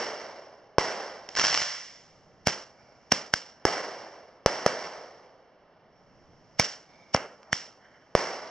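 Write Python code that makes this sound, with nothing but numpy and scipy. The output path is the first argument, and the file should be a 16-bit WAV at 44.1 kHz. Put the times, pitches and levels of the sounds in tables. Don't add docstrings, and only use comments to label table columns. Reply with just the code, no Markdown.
import sys
import numpy as np
from scipy import signal
from scipy.io import wavfile

SR = 44100
rng = np.random.default_rng(int(sys.argv[2]) if len(sys.argv) > 2 else 0)


def wav_record(signal):
    frames = np.transpose(np.atleast_2d(signal))
    bounded = np.clip(frames, -1, 1)
    quanta = np.round(bounded * 32767).astype(np.int16)
    wavfile.write(sys.argv[1], SR, quanta)


N = 374850

# start in seconds, blast level in dB, blast pitch in Hz,
# ground bounce delay in ms, ring pitch in Hz, ring level in dB, crack level in dB,
# low cut in Hz, hillside echo level in dB.
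BURSTS = [(-0.1, 7.5, 400, 1.8, 800, -9, -21, 22, -25.5), (0.7833, 7, 405, 1.82, 910, -10, -19.5, 25, -27),
          (3.6523, 5, 355, 2.3, 1720, -14.5, -13.5, 22, -26.5),
          (4.461, 5.5, 420, 1.6, 600, -5.5, -13, 24, -28.5),
          (4.6628, 7.5, 548, 1.52, 620, -6, -13.5, 160, -30.5),
          (8.1516, 7.5, 382, 1.66, 690, -9, -22.5, 14, -28)]
# start in seconds, blast level in dB, blast pitch in Hz,
# tube boom level in dB, ring pitch in Hz, ring level in dB, crack level in dB, spark spray level in dB.
LAUNCHES = [(2.4711, -1.5, 258, -16, 2240, -13.5, -7, -29), (3.122, -3.5, 320, -18, 1770, -10.5, -6, -31.5),
            (3.3379, -16, 275, -21, 1610, -8.5, -8.5, -34.5), (6.5968, -6, 198, -15, 2250, -3.5, -5, -26),
            (7.1474, 0.5, 296, -18.5, 1120, -9, -18, -39), (7.5295, -18, 180, -33, 1880, -5, -14, -32.5)]
# start in seconds, click level in dB.
STARS = [(1.2892, -19.5), (1.3523, -17), (1.3715, -11), (1.3888, -9), (1.3963, -4.5), (1.4145, -10),
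         (1.4402, -6), (1.4445, -9.5), (1.4495, -5.5), (1.4692, -8), (1.5280, -12), (1.5433, -8),
         (1.5490, -9.5), (1.5755, -8), (1.6175, -14)]
# start in seconds, click level in dB.
SNAPS = [(2.4828, -11), (3.1194, -1.5), (3.1380, -22), (6.6030, -9.5), (7.1633, -14), (7.4310, -39)]
# time of the crest in seconds, rumble level in dB.
GUSTS = [(2.3, -66), (6.301, -63.5)]

# pitch in Hz, relative level in dB per Hz.
HILL_ECHO_COLOR = [(30, -41.5), (70, -31), (150, -10.5), (280, -9.5), (450, -1), (650, 1), (900, -2.5),
                   (1300, -5), (2000, -5), (3000, -11.5), (5400, -15), (9000, -19.5)]
PLANT_ECHO_COLOR = [(30, -16), (70, -11.5), (170, 8.5), (300, 1.5), (550, 7.5), (900, 3), (2000, 4),
                    (3000, -0.5), (5400, -45), (9000, -16)]
SPRAY_COLOR = [(100, -12), (600, -13.5), (2000, 0.5), (3000, 0.5), (5400, -2), (7000, -3), (9000, -10.5)]
STAR_COLOR = [(30, -39), (140, -5.5), (300, -17.5), (600, -1.5), (900, -3), (2000, 2), (3000, 0.5),
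              (5400, -3.5), (7000, -2.5), (9000, -14)]
AIR_COLOR = [(30, -27.5), (150, -4.5), (320, -0.5), (650, 5), (900, -0.5), (1300, -4.5), (2000, -9),
             (3000, -12.5), (5400, -27), (7000, -36.5), (10000, -51.5)]
RUMBLE_COLOR = [(20, -5), (50, -6), (140, 2.5), (300, -6.5), (600, -12.5), (2000, -52)]
FUSE_COLOR = [(200, -8), (800, -2), (2000, -1), (3500, -6), (5400, -2), (7000, -6), (9000, -20)]
FAR_ECHO_COLOR = [(100, -6), (600, -0.5), (1200, 2), (2300, 1.5), (5400, -4.5), (9000, -16.5)]
# pitch in Hz, time to drop by 60 dB in seconds.
HILL_T60 = [(100, 0.63), (300, 1.35), (600, 1.67), (1300, 1.234), (5400, 1.13), (9000, 0.86)]
NEAR_T60 = [(100, 0.18), (600, 0.64), (2000, 0.4), (6000, 0.39)]
STAR_T60 = [(100, .6), (600, 0.71), (2000, 0.86), (6000, 0.87)]
FAR_T60 = [(200, 2.3), (600, 1.7), (2000, 1.1), (5000, 1.1)]
# pitch in Hz, likeness from 0 to 1.
LIKENESS = [(25, 0.45), (70, 0.69), (200, 0.89), (600, 0.97), (1800, 0.91), (3000, .9), (5500, 0.93),
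            (8000, 0.78), (12000, 0.23)]
# pitch in Hz, level in dB added to the boom level of the launch.
TUBE_MODES = [(630, -2), (1080, -0.5)]
# pitch in Hz, width in Hz, lift (or dip) in dB.
PORT_MODES = [(3793, 1700, -8), (5482, 457, 17)]
# pitch in Hz, width in Hz.
NOTCHES = [(2500, 260), (5000, 19), (6000, 40), (7000, 120)]

FAR_DELAY_S, FAR_LAUNCH_DB, FAR_BURST_DB = .26, -35, -36
AIR_DB, BREEZE_DB, GUST_S = -60, -70.5, .35
SWARM_START_S, SWARM_LENGTH_S, SWARM_RISE_S, SWARM_THINNING_S = 1.358, .29, .015, .2
SWARM_START_PER_S, SWARM_START_DB, SWARM_FADE_DB_PER_S, SWARM_SPREAD_DB = 1300, -20.5, 23, 4.3
STAR_FIZZ_S = .0016
FUSE_S, FUSE_RISE_S, FUSE_DB, LAST_FUSE_S = .7, .3, -74, 6.3
LEAK_DB, LEAK_FOLLOWS, LEAK_RISE_S = -19.5, .65, 0.0038
THUD_DB, THUD_FOLLOWS = -30, 0.79
RING_OVERTONE, RING_OVERTONE_DB = 1.6, -9
TUBE_GROUND_MS = 1.222
TRILL_START_S, TRILL_LENGTH_S, TRILL_RISE_S, TRILL_DB = 5.88, .45, .07, -93
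INSECT_HZ, INSECT_WIDTH_HZ = 5525, 20
OVERLOAD, CUTOFF_HZ = 1.15, 16400


def from_db(db):
    return 10 ** (np.asarray(db) / 20)


def at_hz(points, hz):
    f, value = np.transpose(points)
    return np.interp(np.log(hz + 1), np.log(f), value)


def cut(x, hz, kind, order=1):
    sos = signal.butter(order, min(hz, SR / 2 - 1), kind, fs=SR, output="sos")
    return signal.sosfilt(sos, x)


def bell(x, hz, width_hz, db):
    band = signal.lfilter(*signal.iirpeak(hz, hz / width_hz, fs=SR), x)
    return x + (from_db(db) - 1) * band


def add(out, s, sound):
    at = round(s * SR)
    first, last = max(at, 0), min(at + sound.shape[-1], N)
    if last > first:
        out[..., first:last] += sound[..., first - at:last - at]


def swell(start_s, length_s, rise_s, fall_s):
    t = np.arange(N) / SR - start_s
    return np.clip(np.minimum(t / rise_s, (length_s - t) / fall_s), 0, 1)


def noise(spectrum, length, t60=None, size=1024):
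    white = rng.standard_normal((2, length))
    hz, t, (mid, side) = signal.stft(white, SR, nperseg=size)
    alike = np.clip(at_hz(LIKENESS, hz), 0, 1)[:, None]
    gain = from_db(at_hz(spectrum, hz))[:, None]
    gain = gain / np.sqrt(1 + (hz[:, None] / spectrum[-1][0]) ** 20)
    gain = gain / np.sqrt(2 * np.mean(gain ** 2))
    if t60:
        gain = gain * np.exp(-np.log(1000) * t / at_hz(t60, hz)[:, None])
    mid = mid * np.sqrt(1 + alike)
    side = side * np.sqrt(1 - alike)
    stereo = gain * np.array([mid + side, mid - side])
    return signal.istft(stereo, SR, nperseg=size)[1][:, :length]


def scatter(spectrum, t60, rise_s, lumpy_db):
    t = np.arange(int(SR * np.max(np.array(t60)[:, 1]))) / SR
    clumps = 0
    for gap_s in (.002, .014):
        clumps = clumps + np.interp(t / gap_s, np.arange(2000), rng.standard_normal(2000))
    return noise(spectrum, len(t), t60) * (1 - np.exp(-t / rise_s)) * from_db(lumpy_db * clumps)


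def shock(t, hz):
    phase = 2 * np.pi * hz * t
    return (1 - phase) * np.exp(-phase)


def report(blast_db, blast_hz, ground_ms, rings, crack_db, low_hz, front_hz,
           ground_share, ground_hz, ring_s, crack_s):
    t = np.arange(SR // 20) / SR
    ring = sum(from_db(db) * np.sin(2 * np.pi * hz * t) for hz, db in rings) * np.exp(-t / ring_s)
    blast = from_db(blast_db) * cut(shock(t, blast_hz), front_hz, "low")
    wave = cut(blast + ring, low_hz, "high", order=2)
    dull = cut(wave, ground_hz, "low")
    bounce = ground_share * np.interp(t - ground_ms / 1000, t, dull, left=0)
    paper = noise([(500, 0.39), (6000, 0.36), (16000, 0.79)], len(t))
    crack = from_db(crack_db) * paper * np.exp(-t / crack_s)
    return crack - wave - bounce


def far_slope(sound):
    slope = scatter(FAR_ECHO_COLOR, FAR_T60, rise_s=0.074, lumpy_db=2.0)
    return signal.fftconvolve(sound, slope / np.sqrt(np.sum(slope ** 2) / 2), axes=1)


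def bursts():
    out = np.zeros((2, N))
    for s, blast_db, blast_hz, ground_ms, ring_hz, ring_db, crack_db, low_hz, echo_db in BURSTS:
        bang = report(blast_db, blast_hz, ground_ms, [(ring_hz, ring_db)], crack_db, low_hz, front_hz=1400,
                      ground_share=0.58, ground_hz=1200, ring_s=0.00096, crack_s=0.002)
        hillside = scatter(HILL_ECHO_COLOR, HILL_T60, rise_s=0.0011, lumpy_db=1.14)
        add(out, s, bang)
        add(out, s, from_db(echo_db) * hillside)
        add(out, s + FAR_DELAY_S, from_db(FAR_BURST_DB) * far_slope(bang))
    return out


def background():
    t = np.arange(N) / SR
    gusts = sum(from_db(db) * np.exp(-((t - s) / GUST_S) ** 2) for s, db in GUSTS)
    wind = from_db(BREEZE_DB) + gusts
    return from_db(AIR_DB) * noise(AIR_COLOR, N) + wind * noise(RUMBLE_COLOR, N)


def clicks(rows):
    out = np.zeros(N)
    for s, db in rows:
        add(out, s, from_db([db]))
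    return out


def tiny_blasts(train, blast_hz, front_hz, fizz_db, fizz_s):
    wave = cut(shock(np.arange(SR // 200) / SR, blast_hz), front_hz, "low", order=4)
    blasts = cut(signal.oaconvolve(train, wave / wave.max())[:N], 250, "high")
    power = signal.lfilter([1], [1, -np.exp(-2 / (fizz_s * SR))], train ** 2 + 1e-18)
    burning = np.sqrt(power)
    return from_db(fizz_db) * burning * noise(STAR_COLOR, N) - blasts


def crackling_stars():
    age = np.clip(np.arange(N) / SR - SWARM_START_S, 0, SWARM_LENGTH_S)
    active = swell(SWARM_START_S, SWARM_LENGTH_S, SWARM_RISE_S, SWARM_RISE_S)
    per_s = SWARM_START_PER_S * active * np.exp(-age / SWARM_THINNING_S)
    size_db = SWARM_START_DB - SWARM_FADE_DB_PER_S * age + SWARM_SPREAD_DB * rng.standard_normal(N)
    swarm = (rng.random(N) < per_s / SR) * from_db(size_db)
    train = clicks(STARS) + swarm
    slope = scatter(STAR_COLOR, STAR_T60, rise_s=.03, lumpy_db=1.5)
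    random_signs = rng.choice([-1, 1], N)
    echo = signal.oaconvolve(train[None] * random_signs, slope, axes=1)[:, :N]
    stars = tiny_blasts(train, blast_hz=1270, front_hz=5660, fizz_db=-9.0, fizz_s=STAR_FIZZ_S)
    return stars + from_db(-26.5) * echo


def fuses():
    burning = sum(swell(s - FUSE_S, FUSE_S, FUSE_RISE_S, fall_s=.01) for s, *_ in LAUNCHES)
    burning = burning + np.clip((np.arange(N) / SR - LAST_FUSE_S) / FUSE_RISE_S, 0, 1)
    return from_db(FUSE_DB) * np.sqrt(burning) * noise(FUSE_COLOR, N)


def launches():
    out, t = np.zeros((2, N)), np.arange(SR // 20) / SR
    for s, blast_db, blast_hz, boom_db, ring_hz, ring_db, crack_db, spray_db in LAUNCHES:
        rings = [(hz, boom_db + db) for hz, db in TUBE_MODES]
        rings += [(ring_hz, ring_db), (ring_hz * RING_OVERTONE, ring_db + RING_OVERTONE_DB)]
        leak = noise(SPRAY_COLOR, len(t)) * np.exp((t - t[-1]) / LEAK_RISE_S)
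        pop = report(blast_db, blast_hz, TUBE_GROUND_MS, rings, crack_db, low_hz=85, front_hz=1470,
                     ground_share=0.7, ground_hz=834, ring_s=0.0013, crack_s=.0013)
        plants = scatter(PLANT_ECHO_COLOR, NEAR_T60, rise_s=0.001, lumpy_db=1.5)
        sparks = scatter(SPRAY_COLOR, NEAR_T60, rise_s=0.00088, lumpy_db=1.5)
        add(out, s - t[-1], from_db(LEAK_DB + LEAK_FOLLOWS * blast_db) * leak)
        add(out, s, pop)
        add(out, s, from_db(THUD_DB + THUD_FOLLOWS * blast_db) * plants)
        add(out, s, from_db(spray_db) * sparks)
        add(out, s + FAR_DELAY_S, from_db(FAR_LAUNCH_DB) * far_slope(pop))
    return out


def stray_snaps():
    return tiny_blasts(clicks(SNAPS), blast_hz=920, front_hz=4000, fizz_db=-10.0, fizz_s=0.0014)


def insect():
    edges = [INSECT_HZ - INSECT_WIDTH_HZ / 2, INSECT_HZ + INSECT_WIDTH_HZ / 2]
    band = signal.butter(2, edges, "band", fs=SR, output="sos")
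    trill = signal.sosfilt(band, rng.standard_normal(N))
    loudness = swell(TRILL_START_S, TRILL_LENGTH_S, TRILL_RISE_S, TRILL_RISE_S)
    return from_db(TRILL_DB) * loudness * trill / trill.std()


def scene():
    return bursts() + background() + crackling_stars() + fuses() + launches() + stray_snaps() + insect()


def record(dry):
    x = cut(dry, 4750, "low", order=2)
    for hz, width_hz, db in PORT_MODES:
        x = bell(x, hz, width_hz, db)
    for hz, width_hz in NOTCHES:
        x = signal.lfilter(*signal.iirnotch(hz, hz / width_hz, fs=SR), x)
    left = from_db(-1.5) * bell(x[0], 2900, 1300, -1.6)
    one_sample_late = np.append(0, x[1, :-1])
    right = from_db(-0.37) * bell(one_sample_late, 3100, 1300, 2.8)
    rounded = OVERLOAD * np.tanh(np.array([left, right]) / OVERLOAD)
    steep_cut = signal.cheby2(14, 60, CUTOFF_HZ + 600, fs=SR, output="sos")
    return signal.sosfilt(steep_cut, rounded)


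dry = scene()
out = record(dry)
wav_record(out)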